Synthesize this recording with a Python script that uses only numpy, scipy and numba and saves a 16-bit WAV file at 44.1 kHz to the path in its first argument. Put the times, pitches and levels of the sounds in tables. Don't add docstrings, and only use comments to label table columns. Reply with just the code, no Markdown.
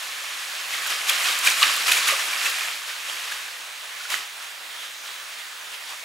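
import sys
import numpy as np
from scipy import signal
from scipy.fft import rfft, irfft, next_fast_len
from scipy.io import wavfile
from scipy.ndimage import uniform_filter1d
from numba import njit

SR = 44100
rng = np.random.default_rng(int(sys.argv[2]) if len(sys.argv) > 2 else 0)


def generate_wav(sig):
    pcm = np.round(np.clip(np.atleast_2d(sig).T, -1, 1) * 32767).astype(np.int16)
    wavfile.write(sys.argv[1], SR, pcm)


def rack_gain(trim_db):
    fader = np.asarray(trim_db, float)
    return 10 ** (fader / 20)


N = 266364
T = np.arange(N) / SR


def evened(x):
    return x / np.sqrt(np.mean(x ** 2) + 1e-20)


def read(points, hz):
    f, value = np.transpose(points)
    return np.interp(np.log(hz + 1), np.log(f + 1), value)


def coloured(x, points):
    size = next_fast_len(N)
    gain = rack_gain(read(points, np.fft.rfftfreq(size, 1 / SR)))
    return irfft(rfft(x, size) * gain, size)[..., :N]


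def add(mix, s, sound):
    part = mix[..., max(round(s * SR), 0):][..., :sound.shape[-1]]
    part += sound[..., :part.shape[-1]]


def bubble(hz, ring_s, glide, phase):
    u = np.arange(round(7 * ring_s * SR) + 8) / SR / ring_s
    turns = np.cumsum(hz * (1 + glide * (u - 1))) / SR
    return u * np.exp(1 - u) * np.sin(2 * np.pi * (turns + phase))


def bursts(power, rows):
    out = power.copy()
    for at, db, rise_ms, fall_ms in rows:
        late_ms = (T - at) * 1000
        out += rack_gain(2 * db) * np.exp(-2 * abs(late_ms) / np.where(late_ms < 0, rise_ms, fall_ms))
    return out


# (frequency [Hz], density [dB/Hz])
WOOD_SPECTRUM = [(18, -92), (30, -62), (75, -48), (251, -20.5), (435, -12), (551, -6.5), (860, -3),
                 (1610, 4.5), (3640, 1), (4610, -2), (9860, -8), (14600, -15.5), (15800, -14)]
# (frequency [Hz], side minus mid [dB])
WOOD_WIDTH = [(60, -12), (130, -14), (290, -13.5), (640, -6), (1410, -7.5), (3100, -2.5), (6820, -17),
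              (15000, 1.5)]
WOOD_DB = -35.5


def wood():
    frames, hz = N // 256 + 5, np.fft.rfftfreq(1024, 1 / SR)
    a, b, c, d, patches = rng.standard_normal((frames, 513, 5)).T
    patches = uniform_filter1d(patches, 14, 0)
    patches = evened(uniform_filter1d(patches, 16, 1))
    width = rack_gain(read(WOOD_WIDTH, hz))[:, None]
    z = np.array([a + 1j * b, width * (c + 1j * d)])
    z *= rack_gain(read(WOOD_SPECTRUM, hz)[:, None] + 1.44 * patches)
    hiss = signal.istft(z, nperseg=1024, noverlap=768)[1][:, :N]
    return rack_gain(WOOD_DB - 3.5) * hiss / np.sqrt(np.mean(hiss[0] ** 2))


# (time [s], level [dB])
CHORUS_LEVEL = [(3.4, -62), (3.9, -58), (4.3, -56), (4.45, -52), (4.63, -56), (4.8, -41.5), (4.97, -53),
                (5.14, -63), (5.25, -61), (5.4, -48), (5.55, -63), (5.9, -49), (6.04, -65)]
CHORUS_HZ, CHORUS_WIDTH_HZ = 3500, 300


def chorus():
    edges_hz = CHORUS_HZ + CHORUS_WIDTH_HZ * np.array([-3, -1, 1, 3])
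    band = coloured(rng.standard_normal((2, N)), np.c_[edges_hz, [-80, 0, 0, -80]])
    level_db = np.interp(T, *np.transpose(CHORUS_LEVEL))
    return evened(band) * rack_gain(level_db + np.array([[0], [-4]]))


# (frequency [Hz], t60 [s])
TREE_DECAY = [(300, 0.25), (2000, 0.75), (6000, 0.67), (15000, 0.27)]


def trees(x):
    taps = np.zeros((2, SR // 2))
    at = np.arange(300, SR // 2 - 20, 20)
    at = at + rng.integers(0, 20, (2, (SR // 2 - 301) // 20))
    np.put_along_axis(taps, at, rng.choice([-1., 1.], at.shape), 1)
    hz, t, z = signal.stft(taps, SR, nperseg=256)
    fade = rack_gain(-60 * t / read(TREE_DECAY, hz)[:, None])
    tail = signal.istft(z * fade, SR, nperseg=256)[1]
    wet = signal.fftconvolve(x[None], tail / np.linalg.norm(tail[0]), axes=1)[:, :N]
    return np.array([wet[0], rack_gain(-3) * coloured(wet[1], WATER_WIDTH)])


# (time [s], level [dB])
THUDS = [
    (1.094, -71),
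    (1.627, -73),
    (1.917, -82),
    (4.134, -72),
]


def thuds():
    out = np.zeros(N)
    for s, db in THUDS:
        add(out, s - .01, rack_gain(db) * bubble(50, .007, 0, .25))
    return out


# (time [s], peak [dB])
FLICKS = [(0.8694, -23), (1.096, -12), (1.3886, -19), (1.4496, -21), (1.4714, -17), (1.5, -21),
          (1.765, -23), (1.8707, -24), (1.918, -16), (1.9344, -30), (1.9594, -20), (2.0787, -15.5),
          (2.1294, -23), (2.4684, -32), (2.4994, -24)]
FLICK_MS = 3.5


def flicks():
    level, after_ms = np.zeros(N), np.arange(0, 40, 1000 / SR)
    for s, db in FLICKS:
        add(level, s, rack_gain(db - 3) * np.exp(-after_ms / FLICK_MS))
    hiss = coloured(rng.standard_normal((2, N)), [(2500, -30), (6000, 5), (11000, 5.5), (16000, -3)])
    return level * evened(hiss) * rack_gain([[0], [-9]])


# (time [s], peak [dB], pitch [Hz], length [ms])
PLOPS = [(1.0957, -13, 2400, 3.7), (1.0971, -13.5, 3210, 7.4), (1.108, -16, 2480, 3.7),
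         (1.26, -20, 2565, 16.1), (1.287, -13.5, 3140, 3.8), (1.3243, -19, 3670, 11.5),
         (1.475, -6, 2400, 5.5), (1.4752, -20, 3100, 7.7), (1.4765, -17, 1620, 14.7),
         (1.5097, -15, 2370, 4.7), (1.624, -12, 1134, 8.2), (1.6305, -6, 4300, 2.23),
         (1.6296, -1, 2780, 2.1), (1.63, -8, 3790, 2.9), (1.632, -17, 1263, 13), (1.6373, -8, 2510, 3),
         (1.8829, -22, 1320, 8.4), (1.891, -17, 1820, 4.7), (1.8937, -13, 2480, 6.6),
         (1.92, -11, 2510, 7.4), (2.0894, -20, 1150, 4.3), (2.1005, -16, 1226, 7.5),
         (2.105, -19, 2455, 9.5), (2.1192, -21, 1175, 6.3), (2.1268, -23.5, 573, 7.4),
         (2.138, -29, 543, 12), (2.1395, -16.5, 1200, 8.5), (2.461, -17, 2630, 10.7),
         (2.4643, -19, 1770, 6.6), (4.1244, -27, 3670, 5.4)]
# (time [s], peak [dB], pitch [Hz])
DRIPS = [(.7394, -20, 2120), (0.7855, -26, 1170), (.862, -24.5, 1560), (1.123, -19, 2830),
         (1.503, -19, 5900), (1.6996, -19, 1080), (1.97, -13.5, 2300), (2.033, -26, 2570),
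         (1.7767, -23, 1150), (2.2026, -22, 1670), (2.3336, -18, 2340), (2.3414, -27, 1120),
         (2.425, -26, 2430), (2.494, -21, 1770), (2.545, -25, 2380), (2.611, -22, 2420), (2.635, -24, 2400),
         (2.6555, -25, 1710), (3.3195, -23, 1640), (3.322, -32, 2500), (3.4888, -31, 1570),
         (4.0076, -30, 1440), (4.0562, -27, 1430), (4.123, -29, 1440), (4.1317, -32, 3620),
         (4.15, -29, 1900), (4.182, -29, 2000)]
# (time [s], peak [dB], pitch [Hz], ring [ms], left-right [dB])
SLAPS = [(1.0144, -13.5, 2170, 0.41, -1.5), (1.0944, -19, 3000, 0.25, -.5), (1.3534, -10, 3160, 0.32, -1.5),
         (1.472, -6.5, 2600, 0.24, -2), (1.477, -9, 2900, .3, -1), (1.6238, -9, 3080, 0.27, 4),
         (1.6287, -8, 3270, 0.23, -1.5), (1.9187, -3, 2820, 0.23, 0), (1.9197, -8, 3000, 0.24, -1),
         (1.922, -5.5, 3800, 0.54, -1), (2.0789, -13, 3300, .25, 0), (2.0885, -3, 2540, 0.35, 1),
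         (2.3623, -15, 2400, 0.53, -2.5), (2.4146, -14, 2320, 0.62, 2), (2.585, -15, 1700, .4, -1.5),
         (2.685, -14, 2350, 0.4, -.5), (3.098, -15, 3210, 0.5, -1.5), (3.305, -27, 1600, 0.36, -1.5),
         (4.142, -8.5, 1880, 0.46, -27)]
DRIP_MS, PLOP_LEAN_DB, PLOP_SCATTER_DB = 6.61, 1, 4.0


def plops():
    out = np.zeros((2, N))
    drops = PLOPS + [(*row, DRIP_MS) for row in DRIPS]
    pans = PLOP_LEAN_DB + PLOP_SCATTER_DB * (rng.random(len(drops)) - .5)
    rows = [(s - ms / 2000, db, hz, ms / 2.6, pan) for (s, db, hz, ms), pan in zip(drops, pans)]
    rows += SLAPS
    for (s, db, hz, ring_ms, pan_db), glide in zip(rows, rng.random(len(rows))):
        side = np.tanh(pan_db * np.log(10) / 40)
        ring = rack_gain(db - 3.5) * bubble(hz, ring_ms / 1000, 0.022 * glide, 0)
        add(out, s, np.outer([1, side], ring))
    return out


# (time [s], level [dB])
WADING = [(0, -35), (.66, -33.5), (1.0, -36.5), (1.15, -32), (1.41, -29.5), (1.56, -25.5), (1.84, -27.5),
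          (2.04, -29), (2.4, -28), (2.69, -31), (2.73, -33), (2.85, -38), (3.2, -33), (3.4, -35.5),
          (3.56, -41), (3.9, -45.5), (4.3, -51), (6.04, -48)]
# (time [s], peak [dB], build-up [ms], fall [ms])
STRIDES = [(.03, -35.5, 40, 45), (.74, -29, 40, 48), (.92, -26.5, 150, 134), (1.092, -20.5, 18, 56),
           (1.28, -22.5, 156, 96), (1.471, -16.5, 27, 35), (1.63, -19.5, 37, 31), (1.67, -26, 30, 270),
           (1.9, -23, 27, 280), (2.09, -19.5, 25, 38), (2.466, -24.5, 42, 47), (2.582, -32, 25, 120),
           (2.882, -34, 39, 58), (3.098, -32.5, 26, 37), (3.32, -38, 40, 42), (3.616, -43, 40, 100),
           (3.834, -43, 40, 80), (4.05, -38, 160, 15), (4.139, -27, 44, 64), (4.444, -39, 85, 53),
           (4.73, -44, 200, 50), (4.832, -38.5, 81, 67), (5.074, -37, 63, 120), (5.336, -39.5, 110, 34),
           (5.394, -38.5, 26, 30), (5.744, -37.5, 87, 28), (5.908, -36.5, 55, 55)]
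# (time [s], peak [dB], relative spray [dB], relative slosh [dB])
SPLASHES = [(0.9014, -6, -8, -28), (1.2844, -10, -9, -1), (1.4716, -9, -16, -26), (1.5094, -1, -7, -23),
            (1.6277, 3.5, -24, -23), (1.6644, 0, -19, -21), (1.8652, 1.5, -14, -12),
            (1.8796, 1.5, -5, -6.5), (1.917, -9, 9, -30), (1.9694, -4, 0, -6), (2.0882, -12, -16, -24),
            (2.1959, -6, -5, -15), (2.4588, -7, -6, -24), (2.8894, -10, -16, -27), (3.3189, -9.5, -7, -25),
            (4.1, -6.5, -5, -11), (4.118, -6, -5, -9), (4.8294, -15, -16, -17), (5.0644, -27, -14, -15),
            (5.9144, -17.5, -14, -1)]
SPLASH_RISE_MS, SPLASH_FALL_MS = 5.3, 21
SPRAY_DB, SPRAY_LEAD_S = -6.5, 0.0031
SLOSH_DB, SLOSH_FOLLOWS = -42, 0.83


def stirring():
    churn = bursts(rack_gain(2 * np.interp(T, *np.transpose(WADING))), STRIDES)
    churn_db = 10 * np.log10(churn) - 1.5
    spray_db = np.interp(T + SPRAY_LEAD_S, T, churn_db) + SPRAY_DB
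    slosh_db = SLOSH_DB + SLOSH_FOLLOWS * (churn_db + 30)
    power = rack_gain(2 * np.array([churn_db, spray_db, slosh_db]))
    hooves = [(s + 0.0028, db - 23 + np.array([[0], [spray], [slosh]]), SPLASH_RISE_MS, SPLASH_FALL_MS)
              for s, db, spray, slosh in SPLASHES]
    return np.sqrt(bursts(power, hooves))


@njit
def ring_all(n, at, size, place, decay, turn, glide):
    out = np.zeros((2, n))
    for k in range(len(at)):
        z, step = size[k], decay[k] * turn[k]
        for i in range(min(int(-6 / np.log(decay[k])), n - at[k])):
            out[0, at[k] + i] += i * z.real
            out[1, at[k] + i] += i * z.real * place[k]
            z *= step
            step *= glide[k]
    return out


# (frequency [Hz], density [dB/Hz])
WATER_SPECTRUM = [(59, -79), (100, -26), (533, -19), (886, -7), (1190, -5.5), (1440, -5), (1670, -3.5),
                  (1980, -5), (2400, -2.5), (5140, -9), (6920, -8.5), (11500, -13.5), (15800, -28)]


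def swarm(level, lo_hz, hi_hz, cycles, spread_db, rise, count):
    when, pitch, vary, phase, luck = rng.random((count, 5)).T
    at = (when * N).astype(np.int64)
    hz = lo_hz * (hi_hz / lo_hz) ** pitch
    ring = cycles * (.5 + vary) / hz * SR
    loud_db = read(WATER_SPECTRUM, hz) - spread_db * np.log(luck + 0.029)
    power = rack_gain(2 * loud_db) * hz
    power *= N / count / power.mean()
    size = level[at] * np.sqrt(8 * power / ring ** 3) * np.exp(2j * np.pi * phase)
    turn = 2 * np.pi * hz / SR
    glide = np.exp(1j * turn * rise * vary / ring)
    place = rng.standard_normal(count)
    return ring_all(N, at, size, place, np.exp(-1 / ring), np.exp(1j * turn), glide)


# (frequency [Hz], gain [dB])
MIRROR = [(300, -10.5), (1200, -13.5), (3000, -44), (5000, -42), (9000, -25)]
MIRROR_HZ = 592
# (frequency [Hz], side minus mid [dB])
WATER_WIDTH = [(60, -17), (130, -16), (290, -29), (640, -6.5), (1410, -7), (3100, -6), (6820, -16.5),
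               (15000, -7)]


def water():
    churn, spray, slosh = stirring()
    mix = swarm(churn, 1227, 5126, 1.55, 1.35, 0.059, count=40000)
    mix += swarm(spray * rack_gain(1.0), 5210, 16300, 1.53, 0.54, 0.013, count=100000)
    mix += swarm(slosh, 177.7, 1196, 1.9, 1.64, 0.071, count=10000)
    mix += np.roll(coloured(mix, MIRROR), round(SR / MIRROR_HZ), axis=1)
    return np.array([mix[0], coloured(mix[1], WATER_WIDTH)])


# (frequency [Hz], gain [dB])
SMALLNESS = [(30, -40), (100, -24), (160, -13), (300, 0)]
# (frequency [Hz], left-right [dB])
LEAN = [(60, -2), (180, 0), (550, -0.5), (1650, -1.5), (4970, -1), (15000, 1)]
WOOD_LEAN_DB = -1


def scene():
    near = coloured(water() + plops() + flicks(), SMALLNESS)
    mid, side = near + rack_gain(-13.5) * trees(near[0])
    far_mid, far_side = wood() + chorus()
    left = mid + side + (far_mid + far_side) * rack_gain(WOOD_LEAN_DB / 2)
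    right = mid - side + (far_mid - far_side) * rack_gain(-WOOD_LEAN_DB / 2)
    f, lean_db = np.transpose(LEAN)
    left = coloured(left, np.c_[f, lean_db / 2])
    right = coloured(right, np.c_[f, -lean_db / 2])
    return np.array([left, right]) + thuds()


def top_cut(x):
    return signal.sosfilt(signal.butter(12, 16460, fs=SR, output="sos"), x)


# (frequency [Hz], gain [dB])
MICROPHONE = [(5300, 0), (6800, 1.5), (8500, 0), (15780, 2), (15900, -60)]


def record(dry):
    overloaded = 1.643 * np.tanh(dry / 1.59)
    return top_cut(coloured(overloaded, MICROPHONE))


dry = scene()
out = record(dry)
generate_wav(out)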